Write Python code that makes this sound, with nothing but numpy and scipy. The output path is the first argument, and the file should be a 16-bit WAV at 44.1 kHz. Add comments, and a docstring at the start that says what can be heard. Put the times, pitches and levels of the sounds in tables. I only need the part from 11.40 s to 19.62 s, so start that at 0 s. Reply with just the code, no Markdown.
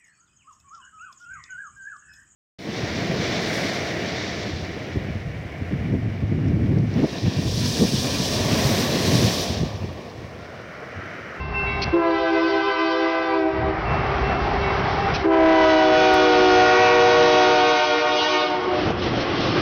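"""At a level crossing, a diesel freight train runs past while bells ring and air valves spit.
Engines throb and fans whine, then the wheels of the first wagons roll and knock over rail joints.
The air horn's three reeds blow a short blast on the way in and a long one going by, falling in pitch.
Nearby buildings echo. The train dips in level under each blast, and the horn overloads the microphone."""
import sys
import numpy as np
from scipy import signal
from scipy.fft import rfft, irfft, next_fast_len
from scipy.io import wavfile
from scipy.ndimage import uniform_filter1d, map_coordinates

SR = 44100
rng = np.random.default_rng(int(sys.argv[2]) if len(sys.argv) > 2 else 0)


def unload_audio(sound):
    """Save the sound as a 16-bit wav file, at the path given as the first command line argument."""
    columns = np.transpose(np.atleast_2d(sound))
    # keep every value between -1 and 1, then stretch to whole-number steps
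    steps = np.round(np.clip(columns, -1, 1) * 32767)
    wavfile.write(sys.argv[1], SR, steps.astype(np.int16))


N = 362405


def amp(db):
    """Turn decibels into a gain."""
    return 10 ** (np.asarray(db) / 20)


def unit(x):
    """Scale a signal to an average power of 1."""
    return x / np.sqrt(np.mean(x ** 2) + 1e-20)


def clock():
    """The time of each sample, in seconds."""
    return np.arange(N) / SR


def along(points, hz):
    """Read between (frequency, value) points on a log frequency axis."""
    f, v = np.transpose(points)
    return np.interp(np.log(hz + 1), np.log(f + 1), v)


def curves(rows):
    """Join a table's rows over time: one curve for each column after the first."""
    times, *columns = np.transpose(rows)
    return [np.interp(clock(), times, column) for column in columns]


def ramp(start, length):
    """Rise from 0 to 1 over `length` seconds."""
    return np.clip((clock() - start) / length, 0, 1)


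def wobble(rate):
    """A smooth curve through `rate` random values a second."""
    coarse = np.linspace(0, N / SR, 2048)
    knots = rng.standard_normal(1024)
    return np.interp(clock(), coarse, map_coordinates(knots, [coarse * rate], mode="wrap"))


def running_phase(hz):
    """Add up a changing frequency into an angle for a sine wave."""
    return 2 * np.pi * np.cumsum(hz) / SR


def filtered(x, response):
    """Scale each frequency in x by response(hz)."""
    size = next_fast_len(N + SR // 2)
    return irfft(rfft(x, size) * response(np.fft.rfftfreq(size, 1 / SR)), size)[:N]


def noise(spectrum, patchy_db):
    """Noise shaped by a spectrum, with random louder and softer patches."""
    bins = signal.stft(rng.standard_normal(N), nperseg=1024)[2]
    patches = uniform_filter1d(rng.standard_normal(bins.shape), size=4, axis=0)
    patches = uniform_filter1d(patches, size=8, axis=1)
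    patchy = signal.istft(bins * amp(patchy_db * unit(patches)), nperseg=1024)[1][:N]
    return unit(filtered(patchy, lambda hz: amp(along(spectrum, hz))))


# How long silos and sheds echo: f/Hz, time to fade by 60 dB/s
ECHO_TIMES = [(200, 1.3), (1500, 0.94), (6000, 0.3)]

def building_echo(x, wet_db):
    """Buildings throw back a wash of sound whose treble dies first."""
    hz, t, bins = signal.stft(rng.standard_normal(SR), SR, nperseg=256)
    fade = amp(-60 * t / along(ECHO_TIMES, hz)[:, None])
    tail = signal.istft(bins * fade, SR, nperseg=256)[1]
    echo = signal.fftconvolve(x, tail / np.linalg.norm(tail))[:N]
    return (x + amp(wet_db) * echo) / np.hypot(1, amp(wet_db))


# Loudness of the cooling fans: t/s, level/dB
FAN_LEVELS = [(0, -42), (.5, -41), (.7, -54), (2.3, -52), (2.65, -35), (3.1, -32), (3.7, -32), (3.9, -55),
              (8.2, -70)]

def fans(blade_hz=398, octave_db=-4):
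    """Fan blades whine on one note and its octave, surging in the swirling air."""
    level, = curves(FAN_LEVELS)
    phase = running_phase(blade_hz * (1 + .02 * wobble(40)))
    blade = amp(4 * wobble(22)) * np.sin(phase)
    octave = amp(octave_db + 5.5 * wobble(22)) * np.sin(2 * phase)
    return amp(level) * unit(blade + octave)


# Ringing tones of the gong and the locomotive's bell: f/Hz, level/dB, time to fade by 60 dB/s
GONG_TONES = [(403.7, -13, 2), (1045, -7, 3), (1555.5, -11, 2.6), (2099.5, -10, 2.6), (2685.5, 0, 1.2)]
LOCO_BELL_TONES = [(1993, -8, .9), (2223, 0, 1), (2260, -4, .7), (3348, -14, .9), (3846, -9, 1)]
# When and how hard each is struck: t/s, level/dB
GONG_STROKES = [(-.24, -23), (.135, -21), (.51, -29), (.88, -35), (1.22, -33), (1.58, -34), (2.45, -32),
                (2.82, -31), (3.19, -32), (3.57, -35)]
LOCO_STROKES = [(.26, -28), (3.21, -28)]

def bell(strokes, tones, attack_s=.02):
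    """Each stroke tops up the fading tones of the metal."""
    sound, t = np.zeros(N), clock()
    for hz, db, fade_s in tones:
        power = np.zeros(N)
        for start, stroke_db in strokes:
            age = np.maximum(t - start, 0)
            ring = amp(stroke_db + db + rng.normal(0, 1) - 60 * age / fade_s)
            power += (ring * (1 - np.exp(-age / attack_s))) ** 2
        sound += np.sqrt(power) * np.sin(2 * np.pi * hz * t + 0.36 * wobble(18))
    return building_echo(sound, wet_db=-12)


# Puffs of air: t/s, level/dB, length/s
PUFFS = [(0.417, -26, 0.035), (3.739, -29, .04), (7.803, -32.5, 0.037)]
# Tone colour of a puff: f/Hz, level/dB
PUFF_SPECTRUM = [(1200, -22.5), (1700, -6.5), (2300, 4.5), (3400, -3), (4400, 3), (5700, -1.5), (6800, -28)]

def air_valves():
    """Drain valves let out short puffs of compressed air."""
    opening = sum(amp(db) * ramp(start, 0.0027) * (1 - ramp(start + length - .012, 0.008))
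                  for start, db, length in PUFFS)
    return building_echo(opening * noise(PUFF_SPECTRUM, patchy_db=4), wet_db=-24.5)


# Wheels hitting rail joints: t/s, level/dB
KNOCKS = [(7.41, -24), (7.469, -20), (7.501, -16.5), (7.731, -23), (7.774, -18), (8.0, -22), (8.158, -28)]
# Tone colour of the shaken wheel frames: f/Hz, level/dB
FRAME_SPECTRUM = [(60, -18), (150, -6), (330, 2), (600, -5.5), (1500, -24.5), (5000, -37)]

def wheel_knocks(fade_s=0.11):
    """Wheels drop over rail joints and shake the frames that hold them."""
    blows = sum(amp(db - 60 * np.maximum(clock() - start, 0) / fade_s) * ramp(start, 0.002)
                for start, db in KNOCKS)
    return blows * noise(FRAME_SPECTRUM, patchy_db=2)


# Tones of the engine: multiple of the firing rate, level/dB
FIRING_TONES = [(1, -4.5), (1.5, -8.5), (2, -8.5), (2.5, -12.5), (3, -20)]
# Tone colour of the exhaust: f/Hz, level/dB
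EXHAUST_SPECTRUM = [(12, -60), (20, -27), (54, 5), (70, 0), (102, -2), (145, -2.5), (300, -13.5),
                    (390, -49.5), (660, -120)]

def diesel(firing_hz=70, firing_db=-5, exhaust_db=-1):
    """Firing cylinders throb a little unevenly over the rush of the exhaust."""
    phase = running_phase(firing_hz * (1 + .025 * wobble(9)))
    throb = unit(sum(amp(db + wobble(9.1)) * np.sin(k * phase) for k, db in FIRING_TONES))
    return amp(firing_db) * throb + amp(exhaust_db) * noise(EXHAUST_SPECTRUM, patchy_db=1.5)


# How the train swells and dips: t/s, then relative level/dB of rumble, rolling and rail hiss
TRAIN_LEVELS = [(0.05, -29, -38, -51.5), (0.25, -30.5, -35.5, -47.5), (0.48, -26, -32, -44),
                (0.62, -44.5, -40, -52), (0.8, -47, -43.5, -44.5), (1.1, -50, -35.5, -39.5),
                (1.4, -52, -42.5, -43.5), (1.7, -57.5, -36.5, -41), (2, -44.5, -40, -47),
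                (2.1, -45.5, -36.5, -51), (2.2, -24.5, -33.5, -51.5), (2.35, -31.5, -31.5, -49.5),
                (2.5, -25.5, -27, -44.0), (2.8, -26, -25.5, -41.5), (3.1, -26, -25.5, -40.5),
                (3.4, -27, -27, -38), (3.65, -27.5, -25, -38), (3.8, -27.5, -28, -37.5),
                (3.9, -45, -34, -52), (4.05, -39, -31, -41.5), (4.3, -41.5, -32.5, -36),
                (4.6, -40, -29, -33.5), (5, -40, -29.0, -29), (5.4, -45.5, -32, -32), (5.8, -37, -29, -29),
                (6.1, -45, -30.5, -31.5), (6.5, -47.5, -34.5, -31.5), (6.8, -42, -34, -36.5),
                (7, -46.5, -36, -32.5), (7.15, -41.5, -32, -41), (7.3, -40, -28.5, -40.5),
                (7.4, -33, -25.5, -34.5), (7.49, -26, -28, -36), (7.55, -32, -33.5, -45.5),
                (7.63, -27.5, -26.5, -32), (7.72, -28, -27.5, -35.5), (7.79, -25.5, -26.5, -34),
                (7.87, -34, -28.5, -36.5), (7.95, -28, -26, -33.5), (8.05, -29.5, -27, -30.5),
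                (8.17, -23.5, -26.5, -32.5)]
# Tone colours of the wheels and rails: f/Hz, level/dB
WAGON_RUMBLE = [(12, -56), (20, -14.5), (98, 5.5), (155, 4.5), (300, 0.5), (390, -33), (660, -120)]
LOCO_ROLL = [(120, -31), (200, -19), (341, -9.5), (397, -2.5), (494, -13), (795, -3), (893, -10),
             (1210, -9.5), (1470, -14), (2160, -15.5), (2540, -22.5), (2750, -27.5), (3200, -29.5),
             (4160, -68), (7040, -120)]
WAGON_ROLL = [(120, -22), (200, -19.5), (357, -0.5), (401, -9), (524, -9), (661, -12), (751, -10),
              (980, -17), (1130, -11), (1210, -14.5), (3200, -22.5), (4160, -44.5), (7040, -120)]
RAIL_HISS = [(1800, -49), (2800, 7.5), (4000, 4.5), (5500, 0.5), (6300, -13.5), (7000, -42)]

def train(roll_db=2.5, hiss_db=-1):
    """The engine's throb gives way to the rumble and roar of wheels on hissing rails."""
    low_gain, roll_gain, hiss_gain = amp(curves(TRAIN_LEVELS))
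    # cosine and sine blend one sound into the next at steady power
    to_rumble, to_wagons = ramp(3.75, 1.0) * np.pi / 2, ramp(6.94, 0.58) * np.pi / 2
    low = np.cos(to_rumble) * diesel() + np.sin(to_rumble) * noise(WAGON_RUMBLE, patchy_db=1)
    roar = np.cos(to_wagons) * noise(LOCO_ROLL, patchy_db=1)
    roar += np.sin(to_wagons) * noise(WAGON_ROLL, patchy_db=1)
    hiss = noise(RAIL_HISS, patchy_db=1) * amp(hiss_db + .7 * wobble(22))
    roar *= amp(roll_db + 1.28 * wobble(27))
    return low_gain * low + roll_gain * roar + hiss_gain * hiss


# A tick during the long blast: t/s, level/dB
TICK = (4.742, -12)

def tick(decay_s=.0003):
    """A sharp tick: a sudden jump that dies away at once."""
    start, db = TICK
    age = clock() - start
    return amp(db) * (age >= 0) * np.exp(-np.abs(age) / decay_s)


# The horn's lowest note as heard beside the track: t/s, f/Hz
HORN_PITCH = [(0.58, 337.3), (0.7, 331.2), (0.8, 330.8), (1.0, 328.4), (1.2, 329), (1.5, 327.1),
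              (1.8, 328.4), (2.0, 323.2), (2.25, 320.6), (3.88, 328.3), (4.0, 323.5), (4.15, 321),
              (4.3, 317.1), (4.5, 314.6), (4.7, 312.6), (4.9, 308.8), (5.1, 306.6), (5.4, 308.2),
              (5.7, 307.9), (6.0, 307.5), (6.3, 305.2), (6.6, 304.4), (6.9, 306), (7.1, 303.4)]
# Its three notes: pitch as a multiple of the lowest
NOTE_RATIOS = [1, 1.207, 1.552]
# Higher notes start later and fade first: t/s, then relative level/dB of low, middle and high note
NOTE_BALANCE = [(.53, 7, -5, -2), (.72, 0, -3.5, -7.5), (.95, -3, -3, 1), (1.85, -4, -3, -2.5),
                (2.1, 0, 0.5, -5), (3.839, 0.5, -3, -5.5), (4.05, 1, -4.5, -2), (5.302, -0.5, 3.5, 5.5),
                (6.301, -2, -4.5, -4), (6.601, -4.5, -7.5, -3.5), (7.299, 4, 4.5, -6.5)]
# Overtones from four sides of the horn: multiple, then relative level/dB of low, middle and high note
FAR_AHEAD = [(1, -2.5, -4.5, -5.5), (2, -5, -7.5, -5.5), (3, -5.5, -7.5, -6), (4, -8.0, -10, -10.5),
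             (5, -13, -17, -14.5), (6, -14, -17.5, -19.5), (7, -17.5, -21.5, -21.5), (8, -23, -21, -25.5),
             (9, -20, -23.5, -21), (10, -31.5, -25, -24.5), (11, -24.5, -34, -30.5), (12, -24.0, -45, -57)]
NEAR_AHEAD = [(1, -3.5, -2.5, -8), (2, -1, -4, -5.5), (3, -7, -16.5, -11.5), (4, -12.5, -15, -10.5),
              (5, -18, -21.5, -21), (6, -31.5, -19, -14.5), (7, -33.5, -18.5, -24), (8, -37.5, -27, -26.5),
              (9, -34.5, -24, -26.5), (10, -30, -35, -32), (11, -46, -30.5, -31), (12, -40.5, -31, -46)]
BESIDE = [(1, -4.5, -0.5, -5), (2, -3, -1.5, -25.5), (3, -4.5, -12, -7.5), (4, -11.5, -12, -17.5),
          (5, -26, -22, -13.5), (6, -22.5, -17.5, -15), (7, -19.5, -17, -17), (8, -20, -20, -27.5),
          (9, -22, -19, -26), (10, -28, -30, -26.5), (11, -26, -33, -22), (12, -19, -29, -34.5)]
BEHIND = [(1, -10.5, -4.5, 0), (2, 0.5, 0, -10.5), (3, -2.5, -4.5, -8.5), (4, -8.5, -7.5, -10.5),
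          (5, -10, -10, -12), (6, -16, -8, -10), (7, -15, -11, -11), (8, -10.5, -17, -14),
          (9, -19, -25, -20.5), (10, -16.5, -29, -17), (11, -16.5, -21.5, -17.5), (12, -14, -25, -20)]
# Reflections grow with distance and after the air shuts off: t/s, strength against the direct sound
REFLECTED = [(.53, 0.11), (.9, 0.83), (1.9, 0.33), (2.2, 0.94), (3.84, 0.1), (4.6, 0.26), (6, 0.22),
             (6.6, 0.67), (7.3, 0.93)]
# Edges of three bands, called body, blare and rasp: f/Hz
BAND_EDGES = [250, 850, 2800, 6800]
# Shape of each blast: t/s, then relative level/dB of body, blare and rasp
SHORT_BLAST = [(0.56, -14, -31, -65), (0.62, -18, -25.5, -50.5), (0.7, -19.5, -27, -41),
               (0.8, -20.5, -26.5, -39), (0.95, -18.5, -24.5, -42), (1.1, -21, -26.5, -38.5),
               (1.25, -20, -23, -36), (1.4, -23.5, -22.5, -35), (1.55, -19, -26, -36),
               (1.7, -19.5, -23.5, -43), (1.85, -23.5, -26.5, -42.5), (1.95, -20, -25, -43.5),
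               (2.05, -19.5, -31, -52.5), (2.15, -21.5, -30.5, -47), (2.3, -14.5, -24, -40)]
LONG_BLAST = [(3.87, -16, -32, -63), (3.93, -14.5, -20.5, -40.5), (4.002, -12, -21, -45.5),
              (4.15, -13.5, -19, -36), (4.3, -14.5, -17.5, -28), (4.5, -14, -23, -32),
              (4.65, -13.5, -18.5, -27.5), (4.9, -14.5, -21, -31.5), (5.15, -12.5, -20, -24),
              (5.4, -13, -15.5, -31), (5.701, -14, -19, -29), (5.998, -13, -20, -25),
              (6.199, -16, -20.5, -28), (6.4, -20.5, -20.5, -28), (6.65, -22, -23, -34.5),
              (6.8, -24, -24, -23.5), (6.95, -21, -21, -27.5), (7.1, -24.5, -27.5, -33),
              (7.2, -26, -29, -41.5), (7.4, -14, -33, -47.5)]
# When each blast sounds: start t/s, last echo t/s
BLAST_TIMES = [(.526, 2.42), (3.838, 7.48)]

def horn(waver=.0007, flutter_rate=17, rolloff_db=-2.5, bloom_s=0.065, level_db=-0.55):
    """Air buzzes three reeds, each rich in overtones; the colour turns as the horn mouths swing past."""
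    t = clock()
    pitch, = curves(HORN_PITCH)
    reflected, = curves(REFLECTED)
    approach = ramp(2.6, 1.1)
    position = approach + ramp(4.36, .25) + ramp(5.09, 0.35)  # from far ahead (0) to behind (3)
    # a reed starts nearly pure and turns brassy as its swing grows
    purity = sum((t >= start) * np.exp(-np.abs(t - start) / bloom_s) for start, _ in BLAST_TIMES)
    purity += 0.6 * ramp(6.995, 0.37)  # the last echoes lose most overtones
    bands, power = np.zeros((3, N)), np.zeros((3, N))
    for note, (ratio, note_db) in enumerate(zip(NOTE_RATIOS, curves(NOTE_BALANCE))):
        phase = running_phase(pitch * ratio * (1 + waver * wobble(12)))
        base_hz = np.median(pitch) * ratio
        overtones = np.array([FAR_AHEAD, NEAR_AHEAD, BESIDE, BEHIND])[:, :, note + 1]
        for k in range(1, int(BAND_EDGES[-1] / base_hz) + 1):
            if k <= len(FAR_AHEAD):
                sides_db = overtones[:, k - 1]
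            else:
                sides_db = overtones[:, -2:].mean(axis=1) + rolloff_db * (k - len(FAR_AHEAD))
            colour_db = np.interp(position, np.arange(4), sides_db)
            air_db = -32 * (1 - approach) * max(k * base_hz / 4800 - 1, 0)  # air dulls the far horn
            gain = amp(colour_db + note_db + air_db - 20 * np.log2(k) * purity + wobble(3.04))
            # motion shifts the reflections' pitch, so they beat with the direct tone, faster higher up
            rate = flutter_rate * k ** .4
            tone = (1 + reflected * wobble(rate)) * np.sin(k * phase)
            tone += reflected * wobble(rate) * np.cos(k * phase)
            band = np.searchsorted(BAND_EDGES, k * base_hz) - 1
            bands[band] += gain * tone
            power[band] += gain ** 2 * (.5 + reflected ** 2)
    blasts = sum(amp(curves(shape)) * ramp(start, .016) * (1 - ramp(end - .3, .3))
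                 for shape, (start, end) in zip((SHORT_BLAST, LONG_BLAST), BLAST_TIMES))
    chord = np.sum(blasts * bands / np.sqrt(power), axis=0)
    return amp(level_db) * building_echo(chord, wet_db=-15.0)


def scene(bell_dip_db=-9):
    """Mix the trackside sounds in mono, turning the bells down under the first blast."""
    bells = bell(GONG_STROKES, GONG_TONES) + bell(LOCO_STROKES, LOCO_BELL_TONES)
    first_blast = ramp(.54, .06) - ramp(2.1, .3)
    bells *= amp(bell_dip_db * first_blast)
    return (horn() + train() + fans() + bells + air_valves() + wheel_knocks())[None]


def record(dry, ceiling=0.29, hardness=6, lopsided=0.33, mic_hz=6450, top_hz=16000):
    """The microphone squashes loud peaks and cuts the high treble; the tick is added on top."""
    def mic_response(hz):
        bass_cut = hz / np.hypot(hz, 20)
        return bass_cut / np.sqrt(1 + (hz / mic_hz) ** 90) * (hz < mic_hz + 450)

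    rounded = dry[0] / (1 + np.abs(dry[0] / ceiling) ** hardness) ** (1 / hardness)
    uneven = rounded - lopsided * rounded ** 2  # makes low tones at the differences between the notes
    dulled = filtered(uneven, mic_response)
    return filtered(dulled + tick(), lambda hz: hz < top_hz)[None]


dry = scene()
out = record(dry)
unload_audio(out)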